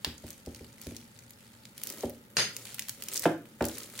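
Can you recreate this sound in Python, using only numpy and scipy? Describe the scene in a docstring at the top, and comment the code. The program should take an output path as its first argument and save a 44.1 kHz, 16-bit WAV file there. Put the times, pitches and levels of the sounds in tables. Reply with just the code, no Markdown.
"""A bowl rocks and thuds on a kitchen counter as a steel masher presses banana into dry oats. Breaking flakes
and sticky pulp crackle, and banana squelches through the masher's holes. The masher taps softly and clinks on
the rim as it lifts, and the bowl knocks hard on the counter twice. It all sounds close, with the low boom and
short echo of a small hard room and a faint hiss and hum."""
import sys
import numpy as np
from scipy import signal
from scipy.fft import rfft, irfft
from scipy.io import wavfile
from scipy.ndimage import uniform_filter1d

SR = 44100
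rng = np.random.default_rng(int(sys.argv[2]) if len(sys.argv) > 2 else 0)


def unload_wav(signal):
    """Save mono or channel-first audio to the path in sys.argv[1] as 16-bit WAV at rate SR, clipped to [-1, 1]."""
    wavfile.write(
        sys.argv[1],
        SR,
        np.round(np.clip(np.atleast_2d(signal).T, -1, 1) * 32767).astype(np.int16),
    )


N = 176400  # 4 seconds

# Tones a knock sets ringing, the room's low boom (first five) and the bowl's short, higher ring:
# pitch_hz, level_db, fade_s (time to fall by 60 dB)
KNOCK_TONES = [(74.6, -6, .2), (107.8, -9, 0.32), (160, -7.5, 0.18), (236, -7.5, 0.25), (291, -4.5, 0.18),
               (323.4, -3.5, 0.084), (375, 2, .05), (471, 0.5, 0.033), (560, 1, 0.046), (730, -5, 0.029),
               (815.5, -5, 0.047), (901, -8.5, 0.045), (1377, -15, 0.051), (1620, -12, 0.016)]
# Knocks of the bowl: start_s, level_db, cut_above_hz, cut_below_hz
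BOWL_KNOCKS = [(.066, -33.5, 276, 35), (0.238, -38.5, 440, 35), (.470, -35.5, 420, 35),
               (.606, -42, 400, 35), (0.866, -34.5, 298, 40), (0.913, -37, 259, 101), (.985, -46, 220, 180),
               (1.21, -59, 128, 80), (2.034, -25, 710, 370), (2.041, -31.5, 607, 90.5),
               (3.255, -16, 1310, 246), (3.2609, -19.5, 1220, 198), (3.608, -23, 1250, 130),
               (3.6233, -27.5, 815, 77)]
# Gritty contact noise of the bowl striking the counter in each knock: pitch_hz, level_db
GRIT_COLOUR = [(150, -3.5), (600, 8), (1200, -3), (2000, -4), (3000, -3), (5000, -6), (12000, 6)]
# The steel masher's ringing tones: pitch_hz, level_db, fade_s
MASHER_TONES = [(1983, -1.5, 0.065), (2590, -16, 0.071), (3040, 5, 0.061), (3580, -8, 0.077),
                (3590, 8, 0.048), (4050, 6, 0.046), (4750, 5.5, 0.047), (4887, 9, 0.056), (5030, 10, .05),
                (5000, -7, 0.044), (6400, 5.5, 0.071), (6580, 7, 0.038), (8870, 3, 0.042),
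                (10780, 3.5, 0.033)]
# Sharp crack of steel on the rim: pitch_hz, level_db
CRACK_COLOUR = [(50, -48), (120, -1.5), (300, 1.5), (700, -9.5), (1600, -4), (3500, -3), (5300, -8.5),
                (7000, -13.5), (10000, -18), (13500, -26.5), (16000, -38)]
# The masher's tap, deadened by pulp: pitch_hz, level_db
TAP_COLOUR = [(100, -20), (400, -9), (900, -5), (1300, -9.5), (1800, -1.5), (2400, -5.5), (3400, -1),
              (4600, -2.5), (6500, -13), (10000, -18.5), (16000, -17)]
# Single snaps of flakes and pulp: start_s, level_db, low_part_db, top_part_db
FLAKE_SNAPS = [(0.179, -32, -41, -27), (0.2657, -43, -21, -8), (0.279, -41.5, -11, -12),
               (0.3037, -31, -31, -9.5), (0.4599, -33.5, -25, -19.5), (0.5462, -33, -21, -19.5),
               (0.814, -32, -29, -10.5), (0.8676, -32.5, -17.5, -14.5), (0.9645, -25, -33.5, -22),
               (1.1886, -33, -25, -24), (1.3055, -41, -14.5, -5), (1.6527, -35, -17, -20),
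               (1.778, -33.5, -18, -9), (1.8146, -36.5, -13, -11), (1.8345, -27, -23.5, -3.5),
               (1.8704, -28, -26, -7), (1.8998, -25, -25, -11.5), (1.9223, -32, -33, -12),
               (2.0062, -26.5, -30, -22), (2.0955, -45, -12, 3), (2.5645, -23, -25.5, -13),
               (2.653, -32, -15.5, -13.5), (2.7431, -31.5, -19, -6.5), (2.7827, -38, -3.5, -11),
               (2.7928, -20, -17.5, -13), (2.821, -26.5, -24, -23), (2.8837, -32, -13.5, -5.5),
               (2.893, -22, -21.5, -10.5), (3.022, -27, -18, -11.5), (3.036, -30, -32, -7.5),
               (3.0841, -22, -22, -14.5), (3.1347, -25.5, -37, -8.5), (3.142, -22, -39, -15),
               (3.1572, -14.5, -48, -24), (3.1682, -21, -27, -13), (3.1749, -12, -48, -27),
               (3.1936, -22.5, -45, -9), (3.2208, -27.5, -27, -10), (3.454, -52, 1, -6),
               (3.6225, -29, -14.5, -14), (3.6414, -26.5, -15.5, -20), (3.6516, -22.5, -39, -10),
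               (3.664, -34, -31, -10), (3.684, -25.5, -36, -12), (3.7824, -31, -23, -5.5),
               (3.803, -28, -23, -31), (3.8316, -27.5, -35, -21), (3.8983, -39, -16, -12),
               (3.9766, -31, -26, -15), (3.9904, -23, -16.5, -19.5)]
# How hard the oats are crushed: time_s, level_db
CRUSH_LEVELS = [(0, -63.5), (.2, -61.5), (.32, -53.5), (.42, -65), (.55, -57), (.72, -62.5), (.83, -54.5),
                (1.05, -63.5), (1.45, -63), (1.74, -65), (1.88, -46.5), (1.96, -66), (2.029, -49),
                (2.12, -62.5), (2.34, -79.5), (2.6, -54.5), (2.7, -47), (2.77, -56), (2.9, -54),
                (2.96, -61.5), (3.07, -53.5), (3.16, -42), (3.21, -53.5), (3.24, -38.5), (3.31, -72.5),
                (3.59, -66.5), (3.65, -50), (3.79, -47.5), (3.91, -60.5), (3.99, -46)]
# One tiny break in a flake: pitch_hz, level_db
GRAIN_COLOUR = [(150, -30), (500, 4.5), (1000, -2), (2200, -3), (4000, 4), (6300, 0.5), (10000, 3.5),
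                (15500, -7.5)]
# Pulp squeezed against the bowl: pitch_hz, level_db
PULP_COLOUR = [(30, -64), (110, -16), (220, -0.5), (350, 2), (550, -0.5), (750, -18), (1200, -8.5),
               (2500, -17)]
# How loud the pulp squelches: time_s, level_db
SQUELCH_LEVELS = [(0, -67.5), (.8, -67), (1.3, -73.5), (1.75, -68.5), (1.92, -52), (2.03, -51),
                  (2.1, -69.5), (2.6, -56.5), (2.95, -77), (3.0, -55), (3.05, -63.5), (3.16, -50.5),
                  (3.25, -55), (3.35, -66), (3.6, -65.5), (3.75, -52), (4, -56)]
# How long the room echoes: pitch_hz, fade_s
ROOM_FADES = [(100, 0.28), (260, 0.4), (700, 0.25), (1800, 0.33), (5000, 0.28), (13000, 0.27)]
# The room's hiss: pitch_hz, level_db
HISS_COLOUR = [(15, -79), (25, -9.5), (97, 3), (212, 3), (384, -13), (560, -1.5), (695, -17), (887, -5),
               (1040, -18), (1330, -10.5), (3520, -23.5), (3820, -24), (6920, -40), (13600, -23.5),
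               (16000, -21)]
# The room's low hum: pitch_hz, width_hz, level_db
HUM_BANDS = [(116.7, 10, -63), (220, 20, -62.5)]

TAP_AT_S, CLINK_AT_S = .0464, 2.3682
GRAINS_PER_S, SLIPS_PER_S = 850, 600
POP_LOW_HZ, POP_HIGH_HZ = 1480, 8650


def bowl_knocks():
    """The bowl knocks on the counter and rings, and the room booms; a softer push sounds duller."""
    out, tones = np.zeros((2, N)), ring(KNOCK_TONES)
    for start_s, level_db, cut_above_hz, cut_below_hz in BOWL_KNOCKS:
        knock = tones.copy()
        grit = colour(burst(fall_s=.0042), GRIT_COLOUR)
        add(knock, 0, 20 * gain(-9.5) * grit)
        knock = cut(knock, cut_above_hz, "low")
        knock = cut(knock, cut_below_hz, "high")
        add(out, start_s, gain(level_db) * inside_bowl(knock))
    return room_echo(out, out[0], echo_db=-5)


def masher_hits():
    """Steel meets the bowl: a dead tap in the pulp, later a crack and a short ring on the rim."""
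    tap, clink = np.zeros((2, N))
    add(tap, TAP_AT_S, 2 * gain(-8) * colour(burst(fall_s=.00087), TAP_COLOUR))
    add(clink, CLINK_AT_S, gain(-34) / 2 * ring(MASHER_TONES))
    add(clink, CLINK_AT_S, 2 * gain(-7) * colour(burst(fall_s=.0016), CRACK_COLOUR))
    return (room_echo(inside_bowl(tap), tap, echo_db=-5.5)
            + room_echo(inside_bowl(clink), clink, echo_db=7, swell_s=.014))


def flake_snaps():
    """Single flakes break and sticky pulp lets go of the steel."""
    out = np.zeros((2, N))
    for start_s, level_db, low_db, top_db in FLAKE_SNAPS:
        tone = [(300, low_db - 22), (1000, low_db + .5), (2200, low_db + 8.5),
                (6000, -10), (12000, top_db)]
        snap = colour(burst(fall_s=.00054, rise_s=.00107), tone)
        add(out, start_s, gain(level_db + 17.5) * inside_bowl(snap))
    return room_echo(out, out[0], echo_db=-10)


def oat_crackle():
    """Countless tiny breaks come at random, louder when the oats are crushed harder."""
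    grains, out = [oat_grain() for _ in range(60)], np.zeros((2, N))
    sizes = gain(4.05 * np.minimum(rng.exponential(size=N), 4))  # many small, few large
    for i in np.flatnonzero(rng.random(N) < GRAINS_PER_S / SR):
        add(out, i / SR, sizes[i] * grains[i % len(grains)])
    out *= follow(CRUSH_LEVELS) / out[0].std()
    return room_echo(out, out[0], echo_db=-9.5)


def oat_grain():
    """One tiny break, with an air pocket in the pulp popping at a random pitch."""
    pitch_hz = POP_LOW_HZ * (POP_HIGH_HZ / POP_LOW_HZ) ** rng.random()
    crack = colour(burst(fall_s=.0003), GRAIN_COLOUR)
    pop = ring([(pitch_hz, -8.5, .0047)])
    return inside_bowl(crack + pop[:len(crack)])


def pulp_squelch():
    """Banana slips through the masher's holes in many soft, low bursts."""
    slips = rng.standard_normal(N) * (rng.random(N) < SLIPS_PER_S / SR)
    squelch = gain(.5) * follow(SQUELCH_LEVELS) * normalise(colour(slips, PULP_COLOUR))
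    return room_echo(inside_bowl(squelch), squelch, echo_db=-5)


def inside_bowl(sound):
    """The bowl's walls scatter a sound. Gives mid (what both ears share) and side (how they differ)."""
    heard = []
    for direct in ([0, 1, 0], [.25, 0, -.25]):  # the straight path: mid, then side
        scatter = cut(burst(fall_s=.0025), 1520, "high")
        paths = gain(-1) * scatter / np.linalg.norm(scatter)
        add(paths, 0, np.array(direct))
        heard.append(signal.fftconvolve(sound, paths)[:N])
    mid, side = heard
    return np.array([mid, rng.choice([-1, 1]) * side])


def room_echo(near, source, echo_db, swell_s=.0035):
    """Hard walls add the source's echo to its near mid and side. Gives left and right."""
    t = np.arange(32768) / SR
    hz = np.fft.rfftfreq(len(t), 1 / SR)
    spectra, tails = rfft(rng.standard_normal((2, len(t)))), 0
    for pitch_hz, fade_s in ROOM_FADES:
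        band = lookup(hz, [(f, f == pitch_hz) for f, _ in ROOM_FADES])
        tails = tails + irfft(spectra * band) * fade(t, fade_s)
    swell = 1 - np.exp(-(t / swell_s) ** 2)
    tails = [even_out(tail * swell, bins=25) * (t < .5) for tail in tails]
    echo = np.array([signal.fftconvolve(source, tail / np.linalg.norm(tail))[:N] for tail in tails])
    return stereo(*(near + gain(echo_db) * echo))


def room_hiss():
    """The room has a faint, steady hiss and a low hum."""
    mid, side = (gain(-62) * normalise(colour(rng.standard_normal(N), HISS_COLOUR)) for _ in range(2))
    for pitch_hz, width_hz, level_db in HUM_BANDS:
        band = signal.iirpeak(pitch_hz, pitch_hz / width_hz, SR)
        hum = signal.lfilter(*band, rng.standard_normal(N))
        mid += gain(level_db) * normalise(hum)
    return stereo(mid, 2.54 * side)  # extra side makes the hiss wide


def ring(tones):
    """Tones that start together and fade; neighbouring tones swing in opposite directions."""
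    t = np.arange(SR // 2) / SR
    return sum((-1) ** k * gain(level_db) * np.sin(2 * np.pi * pitch_hz * t) * fade(t, fade_s)
               for k, (pitch_hz, level_db, fade_s) in enumerate(tones))


def burst(fall_s, rise_s=0):
    """A tiny break or hit: noise that leaps up and dies at once."""
    t = np.arange(2048) / SR - rise_s
    shape = np.exp(np.where(t < 0, 10 * t, -t) / fall_s)
    noise = even_out(rng.standard_normal(len(t)) * shape, bins=7)
    noise *= np.minimum(10 * shape, 1)  # keep both ends quiet
    return noise * np.linalg.norm(shape) / np.linalg.norm(noise) / 2


def even_out(noise, bins):
    """Flatten chance bumps in a noise's tone, keeping its energy."""
    spectrum = rfft(noise)
    power = uniform_filter1d(np.abs(spectrum) ** 2, bins)
    flat = irfft(spectrum / np.sqrt(power + 1e-12))
    return flat * np.linalg.norm(noise) / np.linalg.norm(flat)


def colour(sound, points):
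    """Make each pitch louder or softer along (pitch_hz, level_db) points."""
    size = 4096
    gains = gain(lookup(np.fft.rfftfreq(size, 1 / SR), points))
    # Fold the filter in time so nothing is heard before the sound starts.
    folded = irfft(np.log(gains))
    folded[1:size // 2] *= 2
    folded[size // 2 + 1:] = 0
    response = irfft(np.exp(rfft(folded)))
    return signal.fftconvolve(sound, response)[:len(sound)]


def cut(sound, hz, keep, order=2):
    """Keep the "low" or the "high" side of a pitch."""
    return signal.sosfilt(signal.butter(order, hz, keep, fs=SR, output="sos"), sound)


def stereo(mid, side):
    """Left and right: alike in the bass, different in the treble."""
    side = cut(side, 2680, "high", order=1) + .13 * side
    return np.array([mid + side, mid - side])


def add(track, start_s, sound):
    """Mix a sound into a track at a given time."""
    part = track[..., int(start_s * SR):][..., :sound.shape[-1]]
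    part += sound[..., :part.shape[-1]]


def lookup(hz, points):
    """Read between (pitch_hz, value) points, with octaves evenly spaced."""
    pitches, values = np.array(points, float).T
    return np.interp(np.log(hz + 1e-3), np.log(pitches), values)


def follow(points):
    """A volume that glides through (time_s, level_db) points."""
    return gain(np.interp(np.arange(N) / SR, *np.array(points).T))


def fade(t, fade_s):
    """A volume that falls by 60 dB every fade_s."""
    return gain(-60 * t / fade_s)


def gain(db):
    """Turn decibels into a multiplier."""
    return 10 ** (np.asarray(db) / 20)


def normalise(sound):
    """Scale to an average power of one."""
    return sound / np.sqrt(np.mean(sound ** 2))


def scene():
    """Everything heard at the counter."""
    return bowl_knocks() + masher_hits() + flake_snaps() + oat_crackle() + pulp_squelch() + room_hiss()


def record(dry):
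    """Trim the deepest bass and the highest treble."""
    treble_cut = signal.ellip(10, .2, 80, 15800, fs=SR, output="sos")
    return signal.sosfilt(treble_cut, cut(dry, 12, "high"))


dry = scene()
out = record(dry)
unload_wav(out)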